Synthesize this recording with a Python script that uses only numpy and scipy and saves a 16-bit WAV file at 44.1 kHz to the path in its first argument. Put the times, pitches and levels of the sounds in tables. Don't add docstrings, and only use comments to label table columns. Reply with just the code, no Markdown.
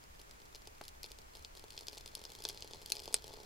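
import sys
import numpy as np
from scipy import signal
from scipy.fft import rfft, irfft
from scipy.io import wavfile

SR = 44100
rng = np.random.default_rng(int(sys.argv[2]) if len(sys.argv) > 2 else 0)


def pcm_store(signal):
    levels = np.round(np.clip(np.atleast_2d(signal), -1, 1) * 32767)
    wavfile.write(sys.argv[1], SR, levels.astype(np.int16).T)


def volts_from_db(level):
    exponent = np.asarray(level, float) / 20
    return 10 ** exponent


N = 152145
OPPOSITE_PORTS = np.array([[1], [-1]])
BURST_S = 0.0013


def evened(x):
    return x / np.sqrt(np.mean(x ** 2) + 1e-20)


def read(points, hz):
    f, value = np.transpose(points)
    return np.interp(np.log(hz + 1), np.log(f + 1), value)


def resonate(x, hz, width_hz):
    return signal.lfilter(*signal.iirpeak(min(hz, 0.45 * SR), hz / width_hz, SR), x)


def edge(x, kind, edge_hz, order):
    return signal.sosfilt(signal.butter(order, edge_hz, kind, fs=SR, output="sos"), x)


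def body(x, modes, kind, edge_hz):
    click = np.eye(1, 2048)[0]
    ring = sum(volts_from_db(db) * resonate(click, hz, width_hz) for hz, width_hz, db in modes)
    ring = edge(ring, kind, edge_hz, order=3)
    return signal.oaconvolve(x, ring / abs(ring).max())[:N]


def hiss(shape):
    gain = volts_from_db(read(shape, np.fft.rfftfreq(N, 1 / SR)))
    return evened(irfft(rfft(rng.standard_normal(N)) * gain, N))


# pitch_hz [Hz], density_db [dB]
RUMBLE_SPECTRUM = [(12, 0), (28, 2.5), (48, -8), (95, -11.5), (200, -19), (600, -37)]
# pitch_hz [Hz], density_db [dB per Hz]
COMMON_SPECTRUM = [(100, -16), (330, 5), (1400, 1), (2300, 2), (3300, -4), (7350, -4.5), (7900, -9),
                   (15500, -13)]


def room_noise():
    return volts_from_db(-61.5) * hiss(RUMBLE_SPECTRUM) + volts_from_db(-66) * hiss(COMMON_SPECTRUM)


# pitch_hz [Hz], density_db [dB per Hz]
OPPOSITE_SPECTRUM = [(8.8, -50), (15, -21.5), (399, -7), (1110, -7.5), (4040, -21), (7050, -19),
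                     (8920, -26), (14700, -33), (16500, -64)]


def port_hiss():
    return volts_from_db(-60.5) * hiss(OPPOSITE_SPECTRUM) * OPPOSITE_PORTS


def hum():
    return volts_from_db(-67) * evened(resonate(rng.standard_normal(N), 64, 12))


# start_s [s], level_db [dB of the fine crackle]
FLAME_GROWTH = [
    (0, -69.5),
    (1.6, -65.5),
    (2.5, -54.5),
    (3.45, -53.5),
]


def flame_db():
    return np.interp(np.arange(N) / SR, *np.transpose(FLAME_GROWTH))


def flutter():
    pitch_hz, width_hz = 108, 104
    flame = resonate(rng.standard_normal(N), pitch_hz, width_hz)
    flame = evened(resonate(flame, pitch_hz, width_hz))
    return flame * volts_from_db(-15 + flame_db())


# start_s [s], level_db [dB], width_s [s]
GRATE_KNOCK = (.812, -34.5, 0.000098)


def knock():
    start_s, level_db, width_s = GRATE_KNOCK
    u = np.clip((np.arange(N) / SR - start_s) / width_s, 0, 60)
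    return -volts_from_db(level_db) * u ** 2 * (4 - u) * np.exp(-u)


# start_s [s], level_db [dB]
WOODY_BLOWS = [
    (1.8833, -47),
    (2.2521, -52),
    (2.4519, -34),
    (2.4987, -42),
    (2.9206, -36.5),
]
# pitch_hz [Hz], width_hz [Hz], level_db [dB]
THICK_SPLINT_MODES = [(1650, 210, 0), (2370, 570, 0)]


def thocks():
    start_s, level_db = np.transpose(WOODY_BLOWS)
    blows = np.zeros(N)
    blows[np.round(start_s * SR).astype(int)] = volts_from_db(level_db)
    return body(blows, THICK_SPLINT_MODES, "high", 1000)


THUMP_DB = 2.5
# start_s [s], level_db [dB]
SETTLING_THUDS = [(0.813, -40.5), (1.110, -51), (1.746, -53.5), (1.821, -50), (2.296, -52), (2.387, -55),
                  (2.645, -45.5), (2.747, -44.5), (2.935, -53), (3.007, -50), (3.108, -46.5), (3.116, -54),
                  (3.307, -45.5), (3.356, -57), (3.373, -48), (3.387, -49), (3.415, -53)]


def thuds():
    drive = np.zeros(N)
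    for start_s, level_db in SETTLING_THUDS:
        drive[round(start_s * SR)] -= volts_from_db(level_db + THUMP_DB)
    return drive


# pitch_hz [Hz], width_hz [Hz], level_db [dB]
FIREBOX_MODES = [(428, 70, 1.5), (500, 680, -1.5), (863, 90, -3)]


def firebox_thump(drive):
    top_hz = 955
    return edge(body(drive, FIREBOX_MODES, "low", top_hz), "band", (260, 1.15 * top_hz), order=2)


# pitch_hz [Hz], t60_s [s]
FIREBOX_DECAY = [(300, 0.078), (1500, 0.089), (8000, 0.053)]


def firebox(x):
    taps = np.zeros((2, 8192))
    at = np.arange(50, 8160, 16) + rng.integers(0, 16, (2, 507))
    np.put_along_axis(taps, at, rng.choice([-1., 1.], at.shape), 1)
    hz, t, z = signal.stft(taps, SR, nperseg=128)
    decay = volts_from_db(-60 * t / read(FIREBOX_DECAY, hz)[:, None])
    tail = signal.istft(z * decay, SR, nperseg=128)[1]
    tail = tail / np.linalg.norm(tail[0])
    mid, side = signal.fftconvolve(x[None], tail, axes=1)[:, :N]
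    return volts_from_db(-13) * mid + volts_from_db(-12.5) * side * OPPOSITE_PORTS


# pitch_hz [Hz], width_hz [Hz], level_db [dB]
THIN_SPLINT_MODES = [(2542, 77, 0), (3493, 730, -0.5), (4310, 390, 1.5), (4885, 360, 3.5), (6010, 6950, -9),
                     (13100, 3500, -14)]


def splint_crack(drive):
    crack = edge(body(drive, THIN_SPLINT_MODES, "high", 2636), "low", 7870, order=2)
    return crack * volts_from_db([[1.63], [-1.63]])


# pitch_hz [Hz], width_hz [Hz], level_db [dB]
TIP_MODES = [(8640, 6200, 0), (10480, 7300, 0)]
# pitch_hz [Hz], width_hz [Hz], level_db [dB]
BANG_MODES = [(1960, 610, -10), (6500, 530, -11), (8170, 1030, 7.5)]


def bright_snap(tip_drive, bang_drive):
    tips = resonate(body(tip_drive, TIP_MODES, "high", 6100), 9650, 4600)
    bright = tips + body(bang_drive, BANG_MODES, "low", 11100)
    return bright * volts_from_db([[-0.2], [0.2]])


def crackle():
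    ticks_per_s, spread_db = 330, 3
    chance, size, low, high = rng.random((N, 4)).T
    level_db = flame_db() + spread_db * np.minimum(-np.log(size + 1e-9), 3)
    ticks = (chance < ticks_per_s / SR) * volts_from_db(level_db)
    spray = rng.standard_normal((8, 120)) ** 3 * np.exp(-np.arange(120) / SR / BURST_S)
    crack = np.zeros(N)
    for k, burst in enumerate(spray):
        chosen = ticks * (np.floor(high * 8) == k)
        crack += signal.oaconvolve(chosen, burst / np.linalg.norm(burst))[:N]
    thump = ticks * (2 * low - 1) * volts_from_db(-6)
    return np.array([crack, thump, crack * volts_from_db(-12), np.zeros(N)])


# start_s [s], level_db [dB], thump_db [dB re crack], snap_db [dB re crack]
LOUD_POPS = [(0.5485, -40, -12.5, -10), (0.881, -40, -33, -0.5), (1.0316, -36, -28, 0),
             (1.0421, -35, -12, -26), (1.4484, -36, -17.5, -43), (1.7775, -34, -17, -15),
             (1.8694, -41.5, -27, 0.5), (1.8833, -30, -17.5, -8), (1.9776, -38.5, -15.5, -29),
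             (1.9821, -40, -21, -0.5), (2.152, -34, -32, 3), (2.2521, -33.5, -15.5, -25),
             (2.4397, -41.5, -17, 5), (2.4519, -24.5, -13, -27), (2.4793, -43, -12, -2),
             (2.4886, -33.5, -25, 5), (2.4987, -35.5, -22, -24), (2.5747, -39.5, -19, -18),
             (2.6235, -35, -14.5, -22), (2.7344, -39, -8, -33), (2.8604, -37.5, -36, 1),
             (2.9018, -36.5, -11.5, 2.5), (2.9206, -20, -23, -1.5), (2.9538, -39, -9, -0.5),
             (2.968, -35, -15, -19), (2.9942, -37, -18, -25), (3.001, -39.5, -18, -1),
             (3.0778, -35.5, -2, -20), (3.1423, -20, -15, 4), (3.1633, -39.5, -13, -11)]
# start_s [s], level_db [dB], thump_db [dB re crack]
MEDIUM_CRACKS = [(0.2146, -46, -13), (0.3104, -46.5, -16), (0.5551, -44, -14), (0.673, -41.5, -6),
                 (0.814, -44.5, -6.5), (0.8386, -45.5, -27), (0.8521, -45, -27), (0.8894, -46, -27),
                 (1.0611, -45, -24), (1.1176, -41, -30), (1.1874, -45.5, -6), (1.3699, -47, -6),
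                 (1.5726, -45.5, -8), (1.595, -44.5, -17), (1.6396, -46.5, 2), (1.705, -42, -24),
                 (1.79, -42.5, -15), (1.8086, -43, -9), (1.9302, -42.5, -7.5), (1.9716, -45.5, -2),
                 (2.0093, -45.5, -9.5), (2.0601, -38.5, -10), (2.0761, -42.5, -20), (2.171, -46.5, -2),
                 (2.2152, -45.5, -5), (2.239, -42, -10.5), (2.3193, -41.5, -13), (2.3345, -48.5, -11),
                 (2.3512, -41.5, -13), (2.36, -51, -25),
                 (2.3878, -47, -20), (2.4033, -46, -2), (2.422, -42, -22), (2.4684, -45, -9),
               (2.504, -41.5, -8), (2.5452, -45.5, -5), (2.6057, -44, -18), (2.6297, -50, -24),
               (2.6754, -45.5, -31), (2.7096, -47, 1), (2.8168, -46.5, -3.5), (2.897, -43.5, -23),
               (2.943, -46, -7), (2.961, -41.5, -13), (2.9821, -45.5, -3.5), (3.0204, -45.5, -3),
               (3.033, -49, -12), (3.036, -45, -12), (3.0468, -50, -4), (3.057, -39, -10.5),
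               (3.0865, -45.5, -5.5), (3.1266, -42, -6), (3.131, -44, -11), (3.1667, -41.5, -29),
               (3.2424, -42, -2), (3.2788, -42, -6.5), (3.2892, -53, 3.5), (3.3376, -43.5, -1),
               (3.401, -48, 1.5), (3.4324, -48.5, -17)]
# start_s [s], level_db [dB]
SMALL_TICKS = [(0.039, -51.5), (0.1936, -49), (.199, -50), (0.2939, -54.5), (0.401, -54), (.418, -53),
               (.454, -55), (1.0505, -49), (1.087, -54), (1.093, -58), (1.3357, -55), (1.3521, -44.5),
               (1.358, -51), (1.393, -50.5), (1.5514, -47.5), (1.5674, -49), (1.722, -50), (1.7656, -48.5),
               (1.889, -60), (1.923, -49), (1.9483, -49), (2.1918, -46.5), (2.3021, -45), (2.496, -38.5),
               (2.4363, -49), (2.443, -48), (2.5138, -48), (2.528, -54), (2.5579, -56), (2.5807, -55),
              (2.5955, -57), (2.6452, -46), (2.7459, -46), (2.7575, -50), (2.77, -54), (2.821, -50),
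              (2.8283, -50), (2.8737, -50), (2.8772, -53), (2.9077, -47), (2.948, -55), (3.0422, -47),
              (3.1354, -45), (3.1856, -52.5), (3.2223, -48), (3.2679, -46), (3.3186, -52), (3.3302, -49),
              (3.3685, -50.5)]
# start_s [s], level_db [dB]
FAINT_TICKS = [(0.0301, -57), (0.1478, -57), (0.1583, -61), (0.335, -59), (0.356, -59), (0.4595, -57),
               (0.5264, -56), (0.56, -49), (0.579, -60), (0.6194, -51.5), (0.654, -55),
               (0.6755, -49.5), (0.697, -66), (0.7498, -57), (0.7818, -53.5), (0.8291, -61),
               (0.843, -53), (0.864, -58), (0.9499, -56), (1.0559, -51), (1.1033, -51), (1.1094, -55),
               (1.145, -59), (1.2168, -53), (1.2927, -64), (1.3657, -52), (1.3854, -56),
               (1.4243, -49.5), (1.432, -59), (1.562, -57), (1.5807, -52), (1.6237, -57),
               (1.6464, -62), (1.682, -51), (1.7306, -51), (1.74, -53), (1.7468, -56),
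               (1.7523, -53.5), (1.7999, -49), (1.8222, -54), (1.8282, -55), (1.8318, -51),
               (1.895, -47), (1.9116, -52), (1.934, -51), (1.937, -53), (1.942, -53), (1.9558, -49),
               (1.9987, -54), (2.0693, -54), (2.0866, -49.5), (2.1169, -56), (2.1299, -57),
               (2.1421, -61), (2.1775, -50), (2.2018, -53),
               (2.272, -59), (2.2918, -53), (2.2946, -52), (2.309, -56), (2.3676, -60), (2.393, -55),
                    (2.4, -54), (2.5207, -61), (2.528, -50), (2.5682, -58), (2.5852, -57), (2.651, -57),
                    (2.681, -54), (2.7156, -52), (2.7279, -52), (2.752, -58), (2.78, -58), (2.807, -60),
                    (2.8333, -56), (2.8852, -50), (3.0176, -56), (3.0626, -55), (3.0943, -55),
                    (3.1167, -54), (3.1757, -50), (3.195, -58), (3.256, -52), (3.2619, -52), (3.273, -56),
                    (3.299, -53), (3.3423, -54), (3.4168, -58), (3.4416, -64)]


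def pops():
    sharp_db, bang_db = -41, -18
    tear_s, clean = 0.0021, 0.86
    thump_lag_s, bang_lag_s = 0.00015, 0.0007
    usual_thump_db, usual_snap_db = -7.5, -1
    events = list(LOUD_POPS)
    events += [[*row, usual_snap_db] for row in MEDIUM_CRACKS]
    events += [[*row, usual_thump_db, usual_snap_db] for row in SMALL_TICKS]
    events += [[*row, -10.5, -2.5] for row in FAINT_TICKS]
    t = np.arange(200) / SR
    spray = rng.standard_normal((len(events), 200)) ** 3 * volts_from_db(-11.5)
    drive = np.zeros((4, N + 400))
    for (start_s, level_db, thump_db, snap_db), grain in zip(events, spray):
        sharp = min(volts_from_db(level_db - sharp_db), 1)
        decay_s = tear_s + (BURST_S - tear_s) * sharp
        burst = (1 - clean * sharp) * grain * np.exp(-t / decay_s) + sharp * (t == 0)
        burst = burst / np.linalg.norm(burst)
        is_bang = int(level_db + snap_db > bang_db)
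        at = round(start_s * SR)
        crack_at = at + round(bang_lag_s * SR) * is_bang
        drive[0, crack_at:crack_at + 200] += volts_from_db(level_db + 9) * burst
        drive[1, round((start_s + thump_lag_s) * SR)] -= volts_from_db(level_db + thump_db + THUMP_DB)
        drive[2 + is_bang, at:at + 200] += volts_from_db(level_db + snap_db + 8.5) * burst
    return drive[:, :N]


def scene():
    crack, thump, snap, bang = pops() + crackle()
    low = firebox_thump(thump + thuds()) + knock() + thocks()
    near = splint_crack(crack) + bright_snap(snap, bang)
    fire = near + low + firebox(near.mean(0) + low)
    return fire + hum() + flutter() + port_hiss() + room_noise()


def top_cut(x):
    return signal.sosfilt(signal.butter(12, 16670, fs=SR, output="sos"), x)


def record(dry):
    mix = signal.oaconvolve(dry, signal.firwin(255, 15900, fs=SR)[None], "same")
    return top_cut(mix)


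dry = scene()
out = record(dry)
pcm_store(out)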